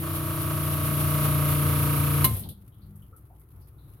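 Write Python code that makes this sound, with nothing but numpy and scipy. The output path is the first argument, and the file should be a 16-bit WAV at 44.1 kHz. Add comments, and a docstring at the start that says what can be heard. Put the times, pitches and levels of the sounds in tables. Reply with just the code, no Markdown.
"""Water pump reaching pressure

A small electric pump labours against rising pressure, close to a hand-held phone in a small room.
Each shaft turn shakes the mount, knocks the valves against the housing and drives hissing water.
The pressure switch snaps open, the pump coasts to rest, and the pipes tick faintly over a low rumble."""
import sys
import numpy as np
from scipy import signal
from scipy.fft import rfft, irfft
from scipy.io import wavfile
from scipy.ndimage import uniform_filter1d, map_coordinates

SR = 44100
rng = np.random.default_rng(int(sys.argv[2]) if len(sys.argv) > 2 else 0)


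def to_wav(sig):
    """Store sig (one row per channel, or 1-D mono) as 16-bit WAV at the path in sys.argv[1].

    Samples outside -1..1 are clipped; the rate is SR.
    """
    pcm = np.clip(np.atleast_2d(sig), -1, 1) * 32767
    pcm = np.round(pcm).astype(np.int16)
    wavfile.write(sys.argv[1], SR, pcm.T)  # frames by channels


N = 176400
SWITCH_S = 2.2435  # the pressure switch opens

# water hiss and crackle, with the microphone's bright resonance near 12 kHz
# (frequency [Hz], relative density [dB])
HISS_SPECTRUM = [(400, 0), (1800, -9), (3400, -7.5), (5000, -13.5), (7800, -17), (9500, -2), (11800, 4.5),
                 (13500, -0.5), (15800, -9)]


def pump(t):
    """Rising load slows the shaft and raises the level until cut-off; returns mechanism and water."""
    # effort against the pressure (time [s], level [dB])
    effort_curve = [(0, -9.5), (.25, -8.3), (.55, -5.5), (.85, -3), (1.3, 0), (1.8, .3), (2.24, 0)]
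    start_hz, sag_hz_per_s, coast_s = 29.97, .54, .29
    effort = np.interp(t, *np.array(effort_curve).T)
    coast = np.clip(1 - (t - SWITCH_S) / coast_s, 0, 1)  # 1 under power, 0 at rest
    turns = np.cumsum((start_hz - sag_hz_per_s * t) * coast) / SR
    shaking = hum(turns, effort) * coast ** 3
    knocking = valves(t, turns) * undb(-37 + .45 * effort)
    scraping = rasp(turns) * undb(-40.5 + .94 * effort)
    return shaking + (knocking + scraping) * coast ** 8, water(t, effort, coast)


def hum(turns, effort):
    """Forced vibration: the mount shakes at harmonics of the shaft speed, the fifth strongest."""
    # mount harmonics (order, level [dB], growth with effort [dB/dB], left-right [dB])
    harmonics = [(1, -58, 1.5, 14), (2, -48, 1, -15.5), (3, -31.5, 0.9, 2), (4, -36, 0.5, 2.5),
                 (5, -25.5, 1.18, 3), (7, -44, 0.8, 6.5), (8, -53.5, 2, -5), (9, -51, 3.5, 7),
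                 (10, -38.5, 0.68, -2.5), (11, -42, -0.32, 1), (12, -49, 0.8, 4.5), (16, -52, .5, 0.5),
                 (21, -50, 1.8, 4), (22, -47, 1.5, 5.5)]
    phase = 2 * np.pi * turns
    lag_rad = 2 * np.pi * .13
    return np.sqrt(2) * sum(
        pan(pan_db) * undb(db + growth * effort + .5 * walk(8)) * np.cos(k * (phase - lag_rad * k))
        for k, db, growth, pan_db in harmonics)


def valves(t, turns):
    """Impact excitation: unevenly spaced valve knocks ring the damped modes of the housing."""
    # knocks within one turn (position [turns], relative level [dB])
    knocks = [(.053, -14.4), (.114, -11.3), (.42, -13.7), (.583, -9.4), (.604, 0), (.849, -9)]
    # housing modes (frequency [Hz], bandwidth [Hz], peak [dB], left-right [dB], left-right phase [rad])
    modes = [(478, 50, -3, -2, -.1), (618, 40, 3, 3.6, .1), (958, 22, -3, 2, .6),
             (1010, 28, -2.5, 3.9, 1.2), (1122, 32, 3, 4.1, .6), (1200, 40, -3, -3, 1.2),
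             (1272, 36, 0, -4.4, 2.1), (1510, 80, -16, -6.7, 1.7), (2090, 120, -19, -7.2, 2),
             (2750, 100, -21, -5, 1.5)]
    jitter_s, scatter_db = .000015, 1.3
    pulses, whole_turns = np.zeros(N), np.arange(int(turns[-1]))
    for place, db in knocks:
        late, size = rng.standard_normal((len(whole_turns), 2)).T
        at = np.clip((np.interp(whole_turns + place, turns, t) + jitter_s * late) * SR, 0, N - 2)
        gain, i = undb(db + scatter_db * size), at.astype(int)
        # each pulse is shared between its two neighbouring samples
        pulses += np.bincount(i, gain * (1 - at + i), N) + np.bincount(i + 1, gain * (at - i), N)
    age = t[:SR // 10]
    ring = sum(undb(db) * width * pan(pan_db) * np.exp(-np.pi * width * age)
               * np.cos(2 * np.pi * hz * age + np.array([[.5], [-.5]]) * lead)
               for hz, width, db, pan_db, lead in modes)
    struck = signal.fftconvolve(pulses[None], ring, axes=1)[:, :N]
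    return unit(low_cut(pipe_reflections(struck)))


def pipe_reflections(x):
    """All-pass dispersion: round trips in the pipes smear each knock in time and keep its colour."""
    # paths in the plumbing (round trip [s], reflection coefficient)
    paths = [(.0069, .5), (.0107, .24), (.0029, .52), (.0017, .4)]
    f = np.arange(N + 1) * SR / (2 * N)
    spectrum = rfft(x, 2 * N)
    for trip_s, reflection in paths:
        delay = np.exp(-2j * np.pi * f * trip_s)
        spectrum = spectrum * (reflection + delay) / (1 + reflection * delay)
    return irfft(spectrum)[:, :N]


def rasp(turns):
    """Periodic friction: moving parts scrape in nearly the same way on every turn."""
    # rasp, with the microphone's peak near 12 kHz (frequency [Hz], relative density [dB])
    spectrum = [(900, -21.5), (1350, -11.5), (1600, -2), (1850, 0), (2100, 9), (2700, 4), (3700, -1.5),
                (5000, -24), (7500, -17.5), (9500, 4), (11800, 12.5), (15800, -3.5)]
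    # stereo balance of the rasp (frequency [Hz], left-right [dB])
    balance = [(1000, 0), (1500, -4), (2400, -6.5), (4500, -7), (8000, -4), (12000, 0)]
    points_per_turn, repeat_share, pulse_db = 1500, .66, 6.5
    repeating = np.array([map_coordinates(row, [turns % 1 * points_per_turn], order=3, mode="grid-wrap")
                          for row in rng.standard_normal((2, points_per_turn))])
    powered = np.arange(N) < SWITCH_S * SR
    friction = np.sqrt(1 - repeat_share) * air_noise() + np.sqrt(repeat_share) * repeating * powered
    scrape = irfft(rfft(colour(friction, spectrum)) * pan(on_bins(balance)), N)
    return scrape * undb(pulse_db * np.cos(2 * np.pi * (turns + .068)))


def water(t, effort, coast):
    """Flow noise: hiss and low churning grow with the pump's effort and die as it stops."""
    # spurts of water (time [s], boost [dB])
    spurts = [(.16, 4.5), (.42, 2.5), (.73, 2.5), (.86, 4), (1.01, 2.5), (1.25, 4), (1.52, 1.5)]
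    # churning in the pipes (frequency [Hz], relative density [dB])
    churn_spectrum = [(20, -38), (40, -25.5), (62, -13.5), (90, 9.5), (130, -2.5), (200, -6.5),
                      (350, -18.5), (600, -22.5), (1500, -58.5)]
    spurt_db = sum(db * np.exp(-((t - at) / .019) ** 2) for at, db in spurts)
    hiss = colour(air_noise(), HISS_SPECTRUM) * undb(-31 + .6 * effort + spurt_db + .6 * walk(25))
    churn = colour(air_noise(), churn_spectrum) * pan(2) * undb(-35 + .52 * effort)
    return hiss * coast ** 1.74 + churn * coast ** .25


def switch(t):
    """Impact and free vibration: the contacts snap open and bounce; spring and cover ring."""
    # snap and bounce (time [s], relative level [dB])
    snaps = [(2.2435, 0), (2.2485, -3)]
    # sharp click, brightened by the microphone's peak near 12 kHz (frequency [Hz], relative density [dB])
    spectrum = [(200, -11), (700, 3.5), (1400, -4.5), (2800, -0.5), (4100, 3.5), (5200, -3), (7700, -6),
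                (9700, 9), (12600, 16.5), (14500, 8), (16500, 2)]
    # modes of spring and cover (frequency [Hz], level [dB], T60 [s])
    modes = [(1044, -24, .22), (2126, -34, .2), (2934, -28, .1), (4020, -30, .1), (4170, -33, .1),
             (352, -35, .25), (1830, -43, .13), (8258, -39, .2), (10420, -35, .2), (12040, -30, .15),
             (12630, -28, .16), (12890, -31, .16), (13500, -32, .14)]
    phase_spread_rad = 1.5  # between the ears
    click = sum(undb(db) * (fade(t, at, t60=.07) + undb(-27) * fade(t, at, t60=.067))
                * colour(air_noise(), spectrum) for at, db in snaps)
    ring = sum(undb(db) * fade(t, SWITCH_S, t60)
               * np.sin(2 * np.pi * hz * (t - SWITCH_S) + phase_spread_rad * rng.random((2, 1)))
               for hz, db, t60 in modes)
    return undb(-13) * click * pan(1.1) + ring


def pipes(t):
    """Damped transients: the plumbing settles with dull bumps, small ticks and a short drone."""
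    # bumps of pump and pipes (time [s], level [dB], centre [Hz], width [Hz], T60 [s])
    bump_events = [(2.257, -26, 192, 50, 0.23), (2.314, -13, 93.4, 45.4, 0.14), (2.364, -31, 83, 45, 0.13),
                   (2.365, -58, 480, 300, .12), (2.441, -50, 810, 925, 0.22), (2.449, -45, 199.5, 70, 0.72),
                   (2.345, -57, 3600, 2800, 0.57), (2.432, -49, 3720, 2820, 0.14),
                   (2.487, -49.5, 3650, 2650, 0.16), (2.72, -73, 3300, 1560, 0.79),
                   (2.816, -66.5, 4300, 1600, 0.23), (3.02, -65, 3060, 1000, 0.17),
                   (3.126, -54.5, 1300, 350, 0.19), (3.119, -56.5, 481, 150, 0.14),
                   (3.298, -57, 730, 582, 0.26), (3.4, -70, 2100, 500, .15), (3.614, -70, 4900, 2800, 0.25),
                   (3.78, -71.5, 3850, 1410, 0.96), (3.89, -40, 80, 50, 0.13)]
    # small ticks (time [s], level [dB])
    tick_events = [(2.337, -35), (2.366, -38.5), (2.394, -38), (2.489, -39.5), (2.677, -60.5),
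                   (2.957, -54.5), (3.02, -61), (3.164, -52.5), (3.397, -57), (3.613, -62.5), (3.914, -66)]
    # (frequency [Hz], relative density [dB])
    tick_spectrum = [(1500, -30), (3500, -11), (7500, -5), (9500, 11.5), (12000, 19), (16000, -1)]
    drone_tones = [(98, -46.5), (152, -48), (201, -50)]  # (frequency [Hz], level [dB])
    drone_peak_s, drone_width_s = 2.92, .083
    noise, f = rfft(air_noise()), np.arange(N // 2 + 1) * SR / N + 1
    bumps = 0
    for at, db, hz, width, t60 in bump_events:
        band = unit(irfft(noise / (1 + ((f - hz ** 2 / f) / width) ** 2) ** 2.8, N))
        bumps += undb(db) * band * (fade(t, at, t60) - fade(t, at, .02))  # softened onset
    tick_envelope = sum(undb(db) * fade(t, at, t60=.15) for at, db in tick_events)
    ticks = colour(air_noise(), tick_spectrum) * tick_envelope
    drone = sum(undb(db + 2 * walk(24.93)) * np.sin(2 * np.pi * (hz * t + rng.random()))
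                for hz, db in drone_tones)
    swell = np.exp(-.5 * ((t - drone_peak_s) / drone_width_s) ** 2)
    return (bumps + ticks + drone * swell) * pan(1.8)


def crackle(t):
    """Poisson process: after cut-off the settling pipes give tiny ticks of uneven size."""
    ticks_per_s = 65
    chance, size = rng.random((2, N))
    hits = (chance < ticks_per_s / SR) * (t > SWITCH_S) * undb(-12 * size)
    envelope = signal.fftconvolve(hits, fade(t[:SR // 10], 0, t60=.049))[:N]
    return undb(-73.5) * unit(envelope * colour(air_noise(), HISS_SPECTRUM))


def wall_echo(x, t):
    """Reverberation: dense reflections from near walls form a short, bright, decaying tail."""
    tail = rng.standard_normal((2, SR)) * fade(t[:SR], .0047, t60=.14)
    tail /= np.sqrt(np.sum(tail ** 2) / 2)
    return undb(-14.5) * low_cut(signal.fftconvolve(x, tail, axes=1)[:, :N])


def noise_floor():
    """Ambient noise and microphone hiss: a faint background whose level wavers at random."""
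    # low room rumble, plus faint microphone hiss near 12 kHz (frequency [Hz], relative density [dB])
    spectrum = [(12, -58.5), (20, -17), (39, -14.5), (59, 0.5), (123, -1.5), (233, -24), (300, -16.5),
                (524, -29.5), (637, -32), (1390, -31.5), (1510, -38.5), (5030, -56), (7650, -56.5),
                (11600, -35), (15800, -43)]
    return colour(air_noise(), spectrum) * undb(-49.5 + 1.4 * walk(15)) * pan(1.8)


def undb(db):
    """Decibels to amplitude ratio."""
    return 10 ** (np.asarray(db) / 20)


def unit(x):
    """Normalisation to rms 1."""
    return x / np.sqrt(np.mean(x ** 2))


def pan(db):
    """Left and right gains for an interaural level difference."""
    return undb(np.array([[.5], [-.5]]) * db)


def on_bins(points):
    """A (frequency [Hz], value) table interpolated over log frequency at every FFT bin."""
    hz, value = np.array(points, float).T
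    return np.interp(np.log(np.arange(N // 2 + 1) * SR / N + 1), np.log(hz), value)


def colour(x, points):
    """Spectral shaping by a (frequency [Hz], level [dB]) table, to rms 1."""
    return unit(irfft(rfft(x) * undb(on_bins(points)), N))


def low_cut(x):
    """Second-order high-pass at 400 Hz."""
    return signal.sosfilt(signal.butter(2, 400, "high", fs=SR, output="sos"), x)


def air_noise():
    """Stereo noise whose coherence falls with frequency: alike in the bass, unrelated in the treble."""
    mid, side = rfft(rng.standard_normal((2, N)))
    width = on_bins([(100, .06), (300, .2), (650, .5), (1400, 1)])
    return unit(irfft((mid + np.array([[1], [-1]]) * width * side) / np.sqrt(1 + width ** 2), N))


def walk(rate):
    """Smooth random fluctuation of rms 1, with `rate` new values a second."""
    hold = int(SR / rate)
    steps = np.repeat(rng.standard_normal(N // hold + 1), hold)
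    return unit(uniform_filter1d(uniform_filter1d(steps, hold), hold)[:N])


def fade(t, start, t60):
    """Sudden onset and exponential decay, 60 dB in t60 seconds."""
    return (t >= start) * np.exp(-np.log(1000) * np.maximum(t - start, 0) / t60)


def scene():
    """Superposition: the mechanism is heard directly; water, switch and pipes also echo off the walls."""
    t = np.arange(N) / SR
    mechanism, flow = pump(t)
    plumbing = flow + switch(t) + pipes(t) + crackle(t)
    return mechanism + plumbing + wall_echo(plumbing, t) + noise_floor()


def record(dry):
    """Band limiting: the phone cuts the treble above 16 kHz."""
    return signal.sosfilt(signal.ellip(10, .2, 80, 16000, fs=SR, output="sos"), dry)


dry = scene()
out = record(dry)
to_wav(out)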